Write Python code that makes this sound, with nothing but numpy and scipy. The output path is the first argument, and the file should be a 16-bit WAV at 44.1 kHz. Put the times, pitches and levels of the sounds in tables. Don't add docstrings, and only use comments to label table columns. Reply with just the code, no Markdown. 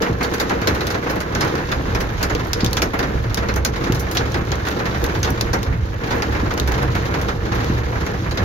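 import sys
import numpy as np
from scipy import signal
from scipy.fft import rfft, irfft, next_fast_len
from scipy.io import wavfile

SR = 44100
rng = np.random.default_rng(int(sys.argv[2]) if len(sys.argv) > 2 else 0)


def master_out(mix):
    frames = np.transpose(np.atleast_2d(mix))
    ceiling = np.clip(frames, -1, 1)
    pcm = np.round(ceiling * 32767).astype(np.int16)
    wavfile.write(sys.argv[1], SR, pcm)


N = 372204

# (time [s], crack [dB], ping [Hz], pane ring [dB], treble [dB], steel [dB])
GLASS_HITS = [(0.0204, -14.5, 2920, -26, -24, -20.5), (0.2276, -28, 4400, -26, -13, -44),
              (0.337, -22, 2680, -26.5, -14, -26), (0.398, -21, 3700, -20, -17, -18.5),
              (0.496, -15, 2420, -30, -26, -21.5), (0.6159, -20, 2410, -32, -24, -23.5),
              (0.6725, -8.5, 4100, -19.5, -21, -15.5), (0.7484, -18, 2570, -33, -16, -26),
              (0.8073, -19, 3800, -28, -34, -22), (0.8692, -11, 3460, -28.5, -18, -28),
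              (0.9025, -23, 4430, -26.5, -17, -23.5), (1.0952, -31, 2590, -29.5, -21, -21.5),
              (1.2036, -17, 2750, -29, -18, -24), (1.35, -13, 5400, -29, -26, -20.5),
              (1.4079, -15, 5100, -22, -19, -17.5), (1.7156, -24, 2370, -25, -28, -19),
              (1.9489, -15, 2470, -27.5, -24, -20), (2.004, -21, 2440, -27, -17, -23.5),
              (2.2284, -7.5, 4850, -21.5, -14, -20.5), (2.2975, -25, 2440, -30, -23, -20),
              (2.3503, -11.5, 3440, -32, -32, -36), (2.5322, -4.5, 5000, -25, -22, -45),
              (2.6058, -14, 4870, -26.5, -35, -27), (2.6456, -7.5, 3570, -31, -20, -42),
              (2.662, -11, 3600, -28.5, -25, -41), (2.731, -5.5, 4220, -30, -16, -47),
              (2.7689, -11, 3370, -21.5, -23, -20.5), (2.8195, -7.5, 2310, -20, -21.5, -18.5),
              (2.9909, -19, 2520, -26.5, -31, -19), (3.344, -6, 5140, -32, -18, -48),
              (3.373, -15, 3680, -27, -24, -21), (3.4869, -18, 2700, -29, -30, -21),
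              (3.56, -17, 6270, -29, -10, -22), (3.6492, -3.5, 6170, -19.5, -19, -20.5),
              (3.922, -11.5, 3430, -35, -22, -32), (3.9468, -21, 5470, -30, -12, -28),
              (3.994, -30, 6000, -26, -3, -45), (4.1126, -15, 2980, -28.5, -10, -43),
              (4.1706, -6, 3430, -20, -29, -29), (4.343, -15, 2540, -29, -25, -20.5),
              (4.518, -13.5, 3240, -29, -30, -22), (5.0404, -11, 3640, -29, -13, -22.5),
              (5.23, -8, 6200, -25, -26, -43), (5.3043, -10.5, 5740, -42, 0, -40),
              (5.4103, -4, 4150, -28, -23, -41), (5.5309, -23, 5770, -23, -19.5, -17.5),
              (5.63, -14.5, 3600, -35, -23, -47), (6.2219, -12, 2400, -28.5, -29, -22),
              (6.577, -14.5, 3010, -34, -22, -27.5), (6.5986, -8, 3760, -33, -23, -48),
              (6.6746, -17, 2460, -28.5, -13, -23.5), (6.828, -18, 3450, -37, -17, -27),
              (7.214, -18, 3480, -33, -16, -32), (8.0645, -19, 2700, -35, -22, -25.5),
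              (8.31, -24, 4260, -30.5, -26, -28), (8.3736, -15.5, 3780, -26.5, -30, -22)]
# (time [s], rattle [dB], spray [dB])
ROOF_HITS = [(0.06, -14, -47), (0.206, -11, -35), (0.241, -18, -26), (0.503, -12.5, -35),
             (0.942, -14.5, -28), (1.025, -20, -42), (1.062, -15.5, -50), (1.16, -19.5, -39),
             (1.321, -26, -39), (1.424, -18, -35), (1.475, -24, -32), (1.549, -17, -38),
             (1.576, -18.5, -33), (1.687, -23, -35), (1.852, -21, -53), (2.176, -23.5, -35),
             (2.207, -16, -32), (2.393, -18.5, -32), (2.592, -19.5, -40), (2.933, -12, -40),
             (3.026, -14, -28.5), (3.237, -21, -38), (3.295, -30, -35), (3.425, -18.5, -40),
             (3.733, -22, -34), (3.758, -20, -30.5), (3.808, -21, -39), (3.837, -19.5, -27),
             (3.868, -17.5, -34), (4.064, -21, -40), (4.15, -16, -28), (4.2, -16, -38),
             (4.253, -22.5, -32.5), (4.409, -28, -40), (4.594, -24, -44), (4.649, -20.5, -31),
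             (4.667, -14.5, -28), (4.707, -23, -30.5), (4.79, -15, -31), (4.854, -13.5, -27.5),
             (4.907, -26, -35), (4.944, -16.5, -31.5), (5.091, -18.5, -36), (5.148, -19, -30.5),
             (5.243, -15, -23.5), (5.271, -13.5, -32), (5.373, -21, -36), (5.661, -21.5, -38),
             (5.723, -22, -44), (6.034, -20, -33), (6.07, -23, -35), (6.105, -16, -25.5), (6.122, -16, -32),
             (6.32, -17.5, -34), (6.347, -14.5, -34.5), (6.394, -18, -35), (6.457, -18.5, -38),
             (6.505, -15, -29.5), (6.57, -20, -40), (6.71, -15.5, -37), (6.738, -18.5, -28.5),
             (6.778, -17, -33), (6.816, -16.5, -35), (6.949, -14, -28.5), (6.961, -23, -41),
             (7.053, -21, -31), (7.138, -13.5, -29), (7.283, -15, -27), (7.452, -22, -35),
             (7.518, -14.5, -32), (7.551, -19.5, -33), (7.599, -19, -35), (7.629, -23, -46),
             (7.669, -23, -38), (7.777, -26, -39), (7.923, -20.5, -49), (7.95, -18.5, -40),
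             (8.007, -19, -32), (8.135, -22, -41), (8.258, -18.5, -49)]
# (time [s], level [dB], pitch [Hz])
PELLET_HITS = [(0.382, -26, 5200), (0.3157, -30, 4560), (1.448, -20, 4300), (1.554, -24, 4800),
               (1.66, -41, 4000), (2.45, -28, 5460), (2.71, -28, 5700), (3.073, -46, 4500),
               (3.54, -22, 5000), (4.32, -25, 4170), (4.555, -25, 6320), (4.686, -17, 3610),
               (5.0634, -21, 4020), (5.46, -34, 4600), (6.5385, -23, 3370), (6.7196, -18, 3450),
               (6.779, -27, 3020), (7.6445, -22, 3460), (7.74, -37, 5000)]
# (time [s], level [dB])
SLUSH_HITS = [(0.809, -30), (1.108, -27), (1.157, -32), (1.4745, -35), (1.717, -33), (2.104, -41),
              (2.469, -33), (2.936, -32), (2.989, -26), (3.1844, -45), (3.2274, -40), (3.2614, -43),
              (4.116, -29), (4.149, -24), (4.3694, -42), (4.665, -33), (4.705, -31), (5.144, -36),
              (5.1906, -36), (6.0644, -37), (6.1544, -34), (6.3245, -37), (6.952, -31), (7.053, -38),
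              (7.5497, -31), (7.7044, -51), (7.7794, -39), (8.2614, -48), (8.31, -35)]
# (time [s], level [dB])
FALL_LEVEL = [(0.0, -28), (0.08, -33), (0.16, -37.5), (0.3, -33.5), (0.56, -32), (1.15, -34.5),
              (1.3, -35.5), (1.42, -31), (1.6, -33.5), (2.1, -34.5), (2.45, -34.5), (2.56, -34.5),
              (2.91, -36.5), (3.1, -34.5), (3.22, -37), (3.5, -35), (3.63, -39.5), (3.8, -34.5), (4.6, -34),
              (5.03, -32.5), (5.57, -34.5), (5.78, -40), (5.98, -37.5), (6.15, -32), (6.5, -35.5),
              (6.64, -35), (6.8, -33.5), (7.1, -32), (7.42, -36), (7.62, -31.5), (7.87, -35), (8.15, -34),
              (8.34, -36.5), (8.44, -32)]
# (time [s], thud [dB], cowl ring [dB])
WIPER_TURNS = [(0.1012, -11.5, -13), (1.368, -18, -12), (2.6346, -8.5, -13), (3.9016, -7, -9),
               (5.166, -20, -18), (6.4358, -10, -15), (7.7031, -9.5, -14)]
# (time [s], level [dB])
SHAKE_LEVEL = [(0.0, -43), (1.48, -48), (1.67, -36.5), (3.45, -33), (4.47, -43), (5.22, -33), (8.44, -37)]
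# (time [s], level [dB])
TYRE_LEVEL = [(0.0, -34), (0.4, -36), (0.75, -30.5), (1.2, -32), (1.45, -30), (2.3, -29.5), (2.65, -27.5),
              (2.98, -33.5), (3.2, -27.5), (3.8, -30), (4.47, -25.5), (4.72, -32.5), (5.2, -26),
              (5.55, -28.5), (5.72, -23.5), (5.93, -30.5), (6.0, -32.5), (6.15, -28), (6.6, -29.5),
              (6.8, -24.5), (7.0, -25.5), (7.35, -29), (7.7, -26), (7.9, -29), (8.44, -25.5)]

# (frequency [Hz], level [dB])
CRACK = [(300, -29), (700, 8.5), (1500, -5.5), (2600, 4), (3400, 0.5), (6500, 5), (10000, -1.5),
         (16000, 2.5)]
# (frequency [Hz], level [dB])
GLASS = [(100, -20), (300, -16), (700, -29), (1600, 2.5), (2800, -4.5), (4200, 1), (6500, -3),
         (10000, -9.5), (16000, -10.5)]
# (frequency [Hz], level [dB])
STEEL = [(100, -7), (250, 3.5), (480, 2.5), (640, 1), (1000, 0), (1500, 3.5), (2100, -1.5), (2800, -10.5),
         (5000, -37), (16000, -25)]
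# (frequency [Hz], level [dB])
CLACK = [(200, -24), (500, -2), (750, 5.5), (1100, 4), (1600, -1), (2300, -2.5), (3200, -13.5), (6000, -20),
         (16000, -35)]
# (frequency [Hz], level [dB])
PANEL = [(60, -35), (120, -10), (165, 2.5), (188, 9.5), (215, -5.5), (255, -0.5), (340, 4), (410, -1),
         (480, 4), (600, -10), (1000, -6), (3000, -51)]
# (frequency [Hz], level [dB])
SPLASH = [(1200, -14), (2500, 1), (3800, 5), (5000, 0), (6600, -2.5), (10000, -13.5), (16000, -12)]
# (frequency [Hz], level [dB])
SLUSH = [(1000, -14), (3300, 0), (6500, -3), (10000, -2), (16000, 5)]
# (frequency [Hz], level [dB])
THUD = [(40, -24), (110, 13), (200, -5), (310, 0), (480, -6), (800, -31), (3000, -79), (9000, -110)]
# (frequency [Hz], level [dB])
BOOM = [(30, -50), (52, -9.5), (66, 4.5), (80, -6.5), (95, -2.5), (118, -2), (150, -10), (220, -20),
        (600, -43), (3000, -73)]
# (frequency [Hz], level [dB])
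SHAKE = [(12, -32), (25, -20), (32, 2), (40, 2), (48, 4), (70, -7), (200, -72)]
# (frequency [Hz], t60 [s])
GLASS_T60 = [(300, 0.061), (1500, 0.076), (5000, 0.1), (14000, 0.11)]
# (frequency [Hz], t60 [s])
STEEL_T60 = [(200, 0.56), (1500, 0.2), (5000, 0.23), (14000, 0.075)]
# (frequency [Hz], level [dB], t60 [s])
COWL_MODES = [(115, -5, 0.22), (180, -24, 0.17), (300, -11, 0.021), (337, -22, 0.09)]

# (frequency [Hz], correlation [-1 to 1])
PORT_LIKENESS = [(170, 1), (260, 0.94), (450, 0.73), (700, -0.1), (1100, 0.45), (1450, 0.1), (2300, 0.41),
                 (4000, 0.05)]
# (frequency [Hz], left minus right [dB])
PORT_BALANCE = [(30, -7.5), (120, 0.1), (330, -1.6), (650, 4), (1000, -1.5), (1750, -5), (2700, 1.3),
                (8000, -1)]
# (frequency [Hz], gain [dB])
MICROPHONE = [(6700, 0), (7300, -7.5), (8000, -17), (9500, -7.5), (12000, -2), (15500, -8), (16300, -27)]


def windshield(average_treble_db=-18.5):
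    out = np.zeros((2, N))
    for s, crack_db, ping_hz, pane_db, treble_db, steel_db in GLASS_HITS:
        bright_db = treble_db - average_treble_db
        contact = stone_colour(CRACK, ping_hz, bright_db, ping_db=6, octaves=0.09)
        snap = crack(contact, snap_t60=0.008, echo_t60=0.04, echo_db=-12)
        pane = stone_colour(GLASS, ping_hz, bright_db, ping_db=7, octaves=0.07)
        add(out, s, amp(crack_db - 1) * snap)
        add(out, s, amp(crack_db - 18) * ping(ping_hz))
        add(out, s, amp(pane_db + 6) * ring(pane, GLASS_T60, attack=0.0021))
        add(out, s, amp(steel_db + 2.5) * ring(STEEL, STEEL_T60, attack=0.0035))
    return out


def roof():
    out = np.zeros((2, N))
    for s, rattle_db, spray_db in ROOF_HITS:
        clack_hz = rng.uniform(700, 2480)
        spot = stone_colour(CLACK, clack_hz, bright_db=0, ping_db=7, octaves=0.15)
        add(out, s, amp(rattle_db - 4) * ring(spot, t60=[(1000, 0.11)], attack=0.0045, size=6144))
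        add(out, s, amp(rattle_db - 5) * ring(STEEL, STEEL_T60, attack=0.006))
        add(out, s, amp(rattle_db - 13) * ring(PANEL, STEEL_T60, attack=0.005))
        add(out, s, amp(spray_db + 4) * ring(SPLASH, GLASS_T60, attack=0.003))
    return out


def pellets():
    def tick(hz):
        contact = stone_colour(CRACK, hz, bright_db=-1, ping_db=7, octaves=0.1)
        return crack(contact, snap_t60=0.008, echo_t60=0.05, echo_db=-10)

    grit = shower(lambda: tick(rng.uniform(2500, 6000)), rate=60, spread_db=1.5, spots=12)
    out = amp(curve(FALL_LEVEL) - 14) * grit
    for s, db, hz in PELLET_HITS:
        add(out, s, amp(db + 1) * tick(hz))
    return out


def slush():
    out = np.zeros((2, N))
    for s, db in SLUSH_HITS:
        add(out, s, amp(db + 3) * crack(SLUSH, snap_t60=0.005, echo_t60=0.099, echo_db=-2))
    return out


def rain():
    ticks = shower(lambda: crack(SPLASH, snap_t60=0.007, echo_t60=0.13, echo_db=8),
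                   rate=320, spread_db=0.5)
    patter = shower(lambda: crack(STEEL, snap_t60=0.015, echo_t60=0.19, echo_db=-4),
                    rate=430, spread_db=3.5)
    drumming = shower(lambda: crack(PANEL, snap_t60=0.0036, echo_t60=0.19, echo_db=-4, size=6144),
                      rate=170, spread_db=4.5)
    return amp(curve(FALL_LEVEL)) * (amp(-6) * ticks + amp(4) * patter + amp(6.5) * drumming)


def wipers(thud_hz=235, width_s=0.0028, return_s=0.52, boom_t60=0.74, size=8192):
    out = np.zeros((2, N))
    t = np.arange(SR // 2) / SR
    lead_s = 3 * width_s
    from_turn = t[:size] - lead_s
    pulse = np.exp(-(from_turn / width_s) ** 2)
    thud = -pulse * np.sin(2 * np.pi * thud_hz * from_turn) * np.ones((2, 1))
    cowl = sum(amp(db - 60 * t / t60) * np.sin(2 * np.pi * hz * t) for hz, db, t60 in COWL_MODES)[:size]
    boom_envelope = amp(-60 * t / boom_t60) * (1 - np.exp(-t / 0.0042))
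    for start, turn_db, cowl_db in WIPER_TURNS:
        turn = (start, turn_db, cowl_db, -26)
        other_end = (start + return_s, -19, -19, -27.5)
        for s, thud_db, ring_db, boom_db in (turn, other_end):
            dull_ring = amp(-10.5) * ring(THUD, STEEL_T60, attack=0.0012, size=size)
            add(out, s - lead_s, amp(thud_db) * thud)
            add(out, s, amp(ring_db) * (dull_ring - cowl))
            add(out, s, amp(boom_db) * boom_envelope * field(BOOM, len(t)))
    return out


def road():
    shake = amp(curve(SHAKE_LEVEL) + 3) * field(SHAKE, N)
    tyres = amp(curve(TYRE_LEVEL) + 4.5) * field(BOOM, N)
    return shake + tyres


def stone_colour(spectrum, ping_hz, bright_db, ping_db, octaves, uneven_db=2.8):
    hz = np.geomspace(100, SR / 2, 120)
    resonance = ping_db / (1 + (np.log2(hz / ping_hz) / octaves) ** 2)
    hardness = along([(4500, 0), (11000, bright_db)], hz)
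    uneven = uneven_db * rng.standard_normal(len(hz))
    return np.transpose([hz, along(spectrum, hz) + resonance + hardness + uneven])


def crack(spectrum, snap_t60, echo_t60, echo_db, size=4096):
    t = np.arange(size) / SR
    onset = 1 - np.exp(-t / 0.0003)
    decay = amp(-60 * t / snap_t60) + amp(echo_db - 60 * t / echo_t60)
    return field(spectrum, size) * onset * decay


def ping(hz, t60=0.03, size=4096):
    t = np.arange(size) / SR
    detune = 1 + 0.02 * rng.standard_normal((3, 1, 1))
    modes = np.sin(2 * np.pi * (hz * detune * t + rng.random((3, 2, 1)))).sum(0)
    return unit(modes) * amp(-60 * t / t60) * (1 - np.exp(-t / 0.00048))


def ring(spectrum, t60, attack, size=10240):
    t = np.arange(size) / SR
    hz, frame_s, bands = signal.stft(field(spectrum, size), SR, nperseg=256)
    decay = amp(-60 * frame_s / along(t60, hz)[:, None])
    _, tail = signal.istft(bands * decay, SR, nperseg=256)
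    return tail[:, :size] * (1 - np.exp(-t / attack))


def shower(strike, rate, spread_db, spots=8):
    out = np.zeros((2, N))
    for _ in range(spots):
        falls = rng.random(N) < rate / spots / SR
        sizes = amp(spread_db * np.clip(rng.standard_normal(N), -2, 2))
        signs = rng.choice([-1, 1], N)
        out += signal.oaconvolve((falls * sizes * signs)[None], strike(), axes=1)[:, :N]
    return unit(out)


def field(spectrum, size, right_lag_s=0.0003204):
    m = next_fast_len(size)
    hz = np.fft.rfftfreq(m, 1 / SR)
    width = np.arccos(np.clip(along(PORT_LIKENESS, hz), -1, 1)) / 2
    noise = rfft(rng.standard_normal((2, m))) * amp(along(spectrum, hz))
    mid, side = noise * [np.cos(width), np.sin(width)]
    lean = amp(along(PORT_BALANCE, hz) / 2) * np.exp(1j * np.pi * hz * right_lag_s)
    return unit(irfft([(mid + side) * lean, (mid - side) / lean], m)[:, :size])


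def amp(db):
    return 10 ** (np.asarray(db) / 20)


def unit(x):
    return x / np.sqrt(np.mean(x ** 2) + 1e-20)


def along(points, hz):
    point_hz, values = np.transpose(points)
    return np.interp(np.log(hz + 1), np.log(point_hz + 1), values)


def curve(points):
    return np.interp(np.arange(N) / SR, *np.transpose(points))


def add(track, s, sound):
    start = int(np.clip(round(s * SR), 0, N - 1))
    track[:, start:start + sound.shape[1]] += sound[:, :N - start]


def scene():
    return windshield() + roof() + pellets() + slush() + rain() + wipers() + road()


def record(dry, top_hz=16600):
    m = next_fast_len(N + SR // 2)
    hz = np.fft.rfftfreq(m, 1 / SR)
    response = amp(along(MICROPHONE, hz)) * (hz < top_hz)
    return irfft(rfft(dry, m) * response, m)[:, :N]


dry = scene()
out = record(dry)
master_out(out)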